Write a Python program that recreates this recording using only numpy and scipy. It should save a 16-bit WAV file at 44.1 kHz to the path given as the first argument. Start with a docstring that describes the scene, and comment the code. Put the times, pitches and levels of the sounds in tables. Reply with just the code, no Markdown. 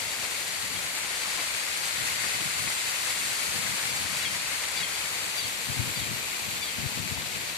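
"""Water arcs from holes in a long irrigation pipe and splashes onto dry cane leaves and mud.
Droplet impacts click, bubbles in the mud resonate, fat drops drum on the leaves and big gobs slap down.
A hand-held pair of microphones turns past the near jets to look down the pipe, shifting the stereo image.
Across the field a bird repeats a call of three short falling notes, heard through their harmonics.
Turbulent wind rumbles and bumps on the left microphone port."""
import sys
import numpy as np
from scipy import signal
from scipy.fft import rfft, irfft, next_fast_len
from scipy.io import wavfile

SR = 44100
rng = np.random.default_rng(int(sys.argv[2]) if len(sys.argv) > 2 else 0)


def master(y):
    """Save y as 16-bit WAV."""
    cut = np.clip(np.atleast_2d(y).T, -1, 1)
    pcm = np.round(cut * 32767)  # scale
    wavfile.write(sys.argv[1], SR, pcm.astype(np.int16))


N = 333837
TIME = np.arange(N) / SR
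FFT_SIZE = next_fast_len(N + 2000)
FREQS = np.maximum(np.arange(FFT_SIZE // 2 + 1) * SR / FFT_SIZE, 1)


def jet():
    """Impact and resonance: one stream patters, ticks and drums on leaves, and rings bubbles in the mud."""
    patter = unit_rms(impacts(9000, spread_db=2, surge_db=2))
    ticks = unit_rms(impacts(220, spread_db=4.5, surge_db=3))
    bubbles = ringing_drops(260, cycles=30, low_hz=897, high_hz=4785, rise=.08)
    leaves = ringing_drops(190, cycles=28, low_hz=1850, high_hz=2750, rise=0)
    return patter + from_db(-11) * ticks + from_db(-10.5) * bubbles + from_db(-11) * leaves


def impacts(per_s, spread_db, surge_db):
    """A modulated Poisson process: clicks of uneven size bunch as the stream breaks into gobs."""
    rate = per_s * from_db(surge_db * drift(25))
    at = np.flatnonzero(rng.random(N) < rate / SR)
    sizes = from_db(spread_db * np.minimum(rng.exponential(1, len(at)), 5))
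    clicks = np.zeros(N)
    clicks[at] = sizes * rng.choice([-1, 1], len(at))
    return clicks


def ringing_drops(per_s, cycles, low_hz, high_hz, rise):
    """Damped oscillation: each drop's ring dies 60 dB over `cycles` as its pitch climbs by share `rise`."""
    clicks = impacts(per_s, spread_db=2, surge_db=2.5)
    at = np.flatnonzero(clicks)[:, None]
    hz = low_hz * (high_hz / low_hz) ** rng.random(at.shape)
    age = np.arange(SR // 60)
    turns = hz * age / SR
    envelope = clicks[at] * np.sqrt(hz) * from_db(-60 * turns / cycles)
    rings = envelope * np.sin(2 * np.pi * turns * (1 + .5 * rise * turns / cycles))
    return unit_rms(np.bincount((at + age).ravel(), rings.ravel(), N)[:N])


def at_ports(x, bearing, port_spacing_s=.000555):
    """Path difference: the far port hears a sound later, by a delay that follows the sine of its bearing."""
    lag = .5 * port_spacing_s * SR * np.sin(np.radians(bearing))
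    upsampled = signal.resample_poly(x, 2, 1)
    return np.array([np.interp(2 * (np.arange(N) + side * lag), np.arange(2 * N), upsampled)
                     for side in (-1, 1)])


# The near jets. Each row: bearing in degrees, relative level in dB.
JETS = [(-38, -2.5), (-15, 1.5), (4, 1), (26.5, -1.5), (44, -5)]
# Where the microphones face. Each row: time in seconds, bearing in degrees.
HEADING = [(0, -17.5), (.9, -8.5), (2.0, 33), (3.2, 29), (3.6, 15), (4.2, 2.5), (5.5, -36.5), (6.3, -41.5),
           (7.57, -39)]
# Each microphone's colour, with the recorder's step down near 4.8 kHz, and the left one's colour
# when turned. Each row: frequency in Hz, gain in dB.
LEFT_MIC = [(200, -13), (550, -12), (900, -9), (1150, -10), (1700, -5), (2150, -1.1), (3200, -5),
            (4000, -4), (4700, -1.5), (4880, -7.5), (7400, -7), (10400, -7), (11800, -14), (14100, -14)]
RIGHT_MIC = [(120, -28.5), (340, -28), (500, -13.0), (1000, -12.5), (2500, -11), (4700, -6), (4880, -12),
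             (6000, -10.5), (7500, -4.5), (9500, -14.5), (11500, -18), (14100, -21)]
LEFT_MIC_TURNED = [(200, -12), (550, -13.5), (1000, -13), (1300, -14.5), (1700, -11.5), (2400, -3.5),
                   (3400, -7), (4700, -6), (4880, -13), (7400, -9.5), (9300, -13.5), (10600, -9),
                   (12000, -12.5), (14100, -12.5)]


def spray():
    """Superposition: the jets' direct sound adds to a diffuse field scattered by the cane."""
    heading, = in_time(HEADING)
    direct = 0
    for bearing, db in JETS:
        stream = jet()
        wander_deg = 3.7 * drift(18)  # the landing point dances about
        direct += from_db(db) * at_ports(stream, heading - bearing + wander_deg)
    # long waves reach both ports alike, short ones do not
    coherent = 1.03 * lowpass(600, order=4)
    common = filtered(rng.standard_normal(N), np.minimum(coherent, 1))
    separate = filtered(rng.standard_normal((2, N)), np.sqrt(np.maximum(1 - coherent ** 2, 0)))
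    flicker = from_db(.49 * drift(11))
    left, right = (unit_rms(direct) + from_db(-.5) * (common + separate)) * flicker
    # the left microphone changes colour as it turns down the pipe
    turned = np.clip(-heading / 48, 0, 1) ** 2
    down_pipe = from_db(2.5) * filtered(left, tone(LEFT_MIC_TURNED))
    left = (1 - turned) * filtered(left, tone(LEFT_MIC)) + turned * down_pipe
    return np.array([left, filtered(right, tone(RIGHT_MIC))])


# The water's bands, before a small trim each. Each row: time in seconds, then the levels in dB
# of gurgle on mud, splash on leaves and fine mist.
WATER_BANDS = [(0, -44.5, -36, -38.5), (.85, -44.5, -37, -39), (1.3, -42.5, -35, -38),
               (2.35, -42, -34, -36.5), (3.3, -42.3, -34.5, -36), (4.7, -43, -35.5, -38.5),
               (5.5, -43.5, -36, -38.5), (6.2, -43.5, -37, -39.5), (7.57, -46, -37.5, -41.5)]


def water():
    """Directivity: three bands of the spray swell and fade as the microphones face the jets or turn away."""
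    gurgle_db, splash_db, mist_db = in_time(WATER_BANDS)
    sound = spray()
    wash, low, middle = lowpass(697, order=4), lowpass(1646, order=8), lowpass(6300, order=12)
    bands = [(wash, -49),  # the distant jets' low wash is the same in every direction
             (low - wash, gurgle_db - 2), (middle - low, splash_db - .4), (1 - middle, mist_db + .06)]
    out = 0
    for band, level_db in bands:
        part = filtered(sound, band)
        out += from_db(level_db) * part / np.std(part.mean(axis=0))
    return out


# Big gobs landing. Each row: start in seconds, peak at the left port in dB, resonance in Hz,
# time constant of the decay in seconds.
SLAPS = [(0.23, -29, 1110, 0.01), (1.045, -25, 2500, 0.022), (1.384, -25, 2100, .025),
         (2.234, -24.5, 1910, .03), (2.248, -33, 1510, 0.0065), (2.406, -20, 2700, 0.005),
         (2.672, -22.5, 2200, .008), (3.297, -27, 2070, .008), (7.175, -27, 870, 0.0025),
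         (7.22, -20.5, 3500, 0.0044)]


def slaps():
    """Transient excitation: a gob's quick burst of impacts drives a broad resonance."""
    out, age = np.zeros(N), TIME[:SR // 5]
    for s, db, hz, decay_s in SLAPS:
        burst = rng.standard_normal(len(age)) * np.exp(-age / decay_s)
        slap = resonator(burst, hz, cycles=5.5)
        start = round(s * SR)
        out[start:start + len(age)] += (from_db(db) * slap / np.abs(slap).max())[:N - start]
    return out * from_db([[0], [-7]])


# The three slurred notes of a call. Each row: delay and length in seconds, start and end fundamental
# in Hz, relative levels of the third and fourth harmonics in dB.
CALL_NOTES = [(0, .034, 1188, 1150, -3, -3), (.026, .036, 1005, 925, -7, -4),
              (.054, .046, 1140, 1030, 0, -5)]
# The calls. Each row: start in seconds, level in dB, accent on the opening note in dB,
# lift of the fourth harmonic in dB.
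BIRD_CALLS = [(.700, -38, -8, 0), (4.190, -29, -6, -1), (4.762, -31.5, 2, 1.5), (5.372, -39, 5.5, 10),
              (5.952, -37, 3.5, 4), (6.614, -36.5, 8, -1.5)]


def bird():
    """A harmonic series without its fundamental: thin falling notes, faintly smeared by the cane's echoes."""
    out = np.zeros(N)
    hoarseness = 1 + .0065 * drift(220)
    for s, call_db, accent_db, lift_db in BIRD_CALLS:
        for note, (delay, length, start_hz, end_hz, third_db, fourth_db) in enumerate(CALL_NOTES):
            at = np.flatnonzero((TIME >= s + delay) & (TIME < s + delay + length))
            along = np.linspace(0, 1, len(at))
            hz = (start_hz + (end_hz - start_hz) * along) * hoarseness[at]
            phase = 2 * np.pi * np.cumsum(hz) / SR
            swell = from_db(call_db + accent_db * (note == 0)) * np.sqrt(np.abs(np.sin(np.pi * along)))
            for harmonic, db in ((2, third_db - 4), (3, third_db), (4, fourth_db + lift_db)):
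                out[at] += from_db(db) * swell * np.sin(harmonic * phase)
    tail = rng.standard_normal((2, SR // 4)) * np.exp(-TIME[:SR // 4] / .03)
    smear = signal.fftconvolve(out[None], tail / np.linalg.norm(tail[0]), axes=1)[:, :N]
    return out * from_db([[0], [-9]]) + smear * from_db([[-10], [-9]])


# The strongest eddies to bump the left port. Each row: time in seconds, peak in dB.
EDDIES = [(5.702, -24), (5.797, -14.5), (6.024, -26.5), (6.862, -19.5), (7.121, -23)]


def wind(eddy_hz=111, rasp_hz=290, full_rasp_db=-34.5):
    """Turbulent pressure rumbles on the left port; hard gusts shed finer eddies, which rasp."""
    colour = tone([(25, -24), (45, -30), (65, -6), (100, 1.5), (170, 0), (260, -6.5),
                   (400, -21.5), (800, -39), (3000, -70)])
    strength = wind_strength()
    rumble = unit_rms(filtered(rng.standard_normal((2, N)), colour))
    rasp = unit_rms(resonator(rng.standard_normal((2, N)), rasp_hz, cycles=3.2))
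    rasp_share = from_db(-11) * np.minimum(strength / from_db(full_rasp_db), 1)
    pressure = strength * (rumble + rasp_share * rasp)
    for s, db in EDDIES:  # each is one push
        turns = (TIME - s) * eddy_hz
        pressure[0] += from_db(db) * np.cos(2 * np.pi * turns) * np.exp(-2 * turns ** 2)
    return pressure * from_db([[0], [-26]])  # the right port is sheltered


# Gusts at the left port. Each row: start in seconds, hold in seconds, level in dB.
GUSTS = [(.03, .05, -50), (0.634, 0.19, -47), (1.97, 0.32, -47.5), (2.343, 0.13, -41), (2.564, 0.1, -41),
         (3.15, 0.18, -50.5), (3.48, .26, -42.5), (3.857, 0.54, -44.5), (4.806, 0.038, -44.5),
         (5.43, 0.033, -43.5), (5.706, 0.19, -36), (5.985, 0.16, -36), (6.417, .17, -43.5),
         (6.784, 0.48, -39), (7.345, .04, -42.5)]


def wind_strength(breeze_db=-56, attack_s=.025, release_s=.028, swirl_s=.038):
    """Incoherent sources add in power: a light breeze, the gusts and a brief swirl around each eddy."""
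    power = np.full(N, from_db(breeze_db) ** 2)
    for s, hold, db in GUSTS:
        age = TIME - s
        envelope = np.exp(np.minimum(age, 0) / attack_s - np.maximum(age - hold, 0) / release_s)
        power += (from_db(db) * envelope) ** 2
    for s, db in EDDIES:
        swirl = from_db(db - 17) * np.exp(-((TIME - s) / swirl_s) ** 2)
        power += swirl ** 2
    flutter = from_db(2.5 * drift(24))
    return np.sqrt(power) * flutter


def resonator(x, hz, cycles):
    """A damped resonance that dies by 60 dB in the given number of cycles."""
    radius, angle = from_db(-60 * hz / (cycles * SR)), 2 * np.pi * hz / SR
    return signal.lfilter([0, np.sin(angle)], [1, -2 * radius * np.cos(angle), radius ** 2], x + 1e-18)


def drift(hz):
    """Random fluctuation: low-passed noise with an rms of 1."""
    return unit_rms(filtered(rng.standard_normal(N), lowpass(hz, order=2)))


def filtered(x, gain):
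    """Linear filtering: the spectrum times a gain per frequency."""
    return irfft(rfft(x, FFT_SIZE) * gain, FFT_SIZE)[..., :N]


def lowpass(hz, order):
    """Magnitude response of a maximally flat low-pass."""
    return 1 / np.sqrt(1 + (FREQS / hz) ** (2 * order))


def tone(points):
    """Magnitude response through points of frequency in Hz and gain in dB."""
    hz, db = np.transpose(points)
    return from_db(np.interp(np.log(FREQS), np.log(hz), db))


def in_time(rows):
    """Linear interpolation of each column of a timed table at every sample."""
    s, *columns = np.transpose(rows)
    return [np.interp(TIME, s, column) for column in columns]


def from_db(db):
    """Decibels to amplitude ratio."""
    return 10 ** (np.asarray(db) / 20)


def unit_rms(x):
    """Normalisation to an rms of 1."""
    return x / np.sqrt(np.mean(x ** 2) + 1e-20)


def scene():
    """Superposition of water, bird and wind."""
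    return water() + slaps() + bird() + wind()


def record(dry):
    """Band limiting: the deepest rumble is filtered out and the top is cut steeply."""
    low_cut = signal.butter(4, 56, "high", fs=SR, output="sos")
    return filtered(signal.sosfilt(low_cut, dry), lowpass(14300, order=300))


dry = scene()
out = record(dry)
master(out)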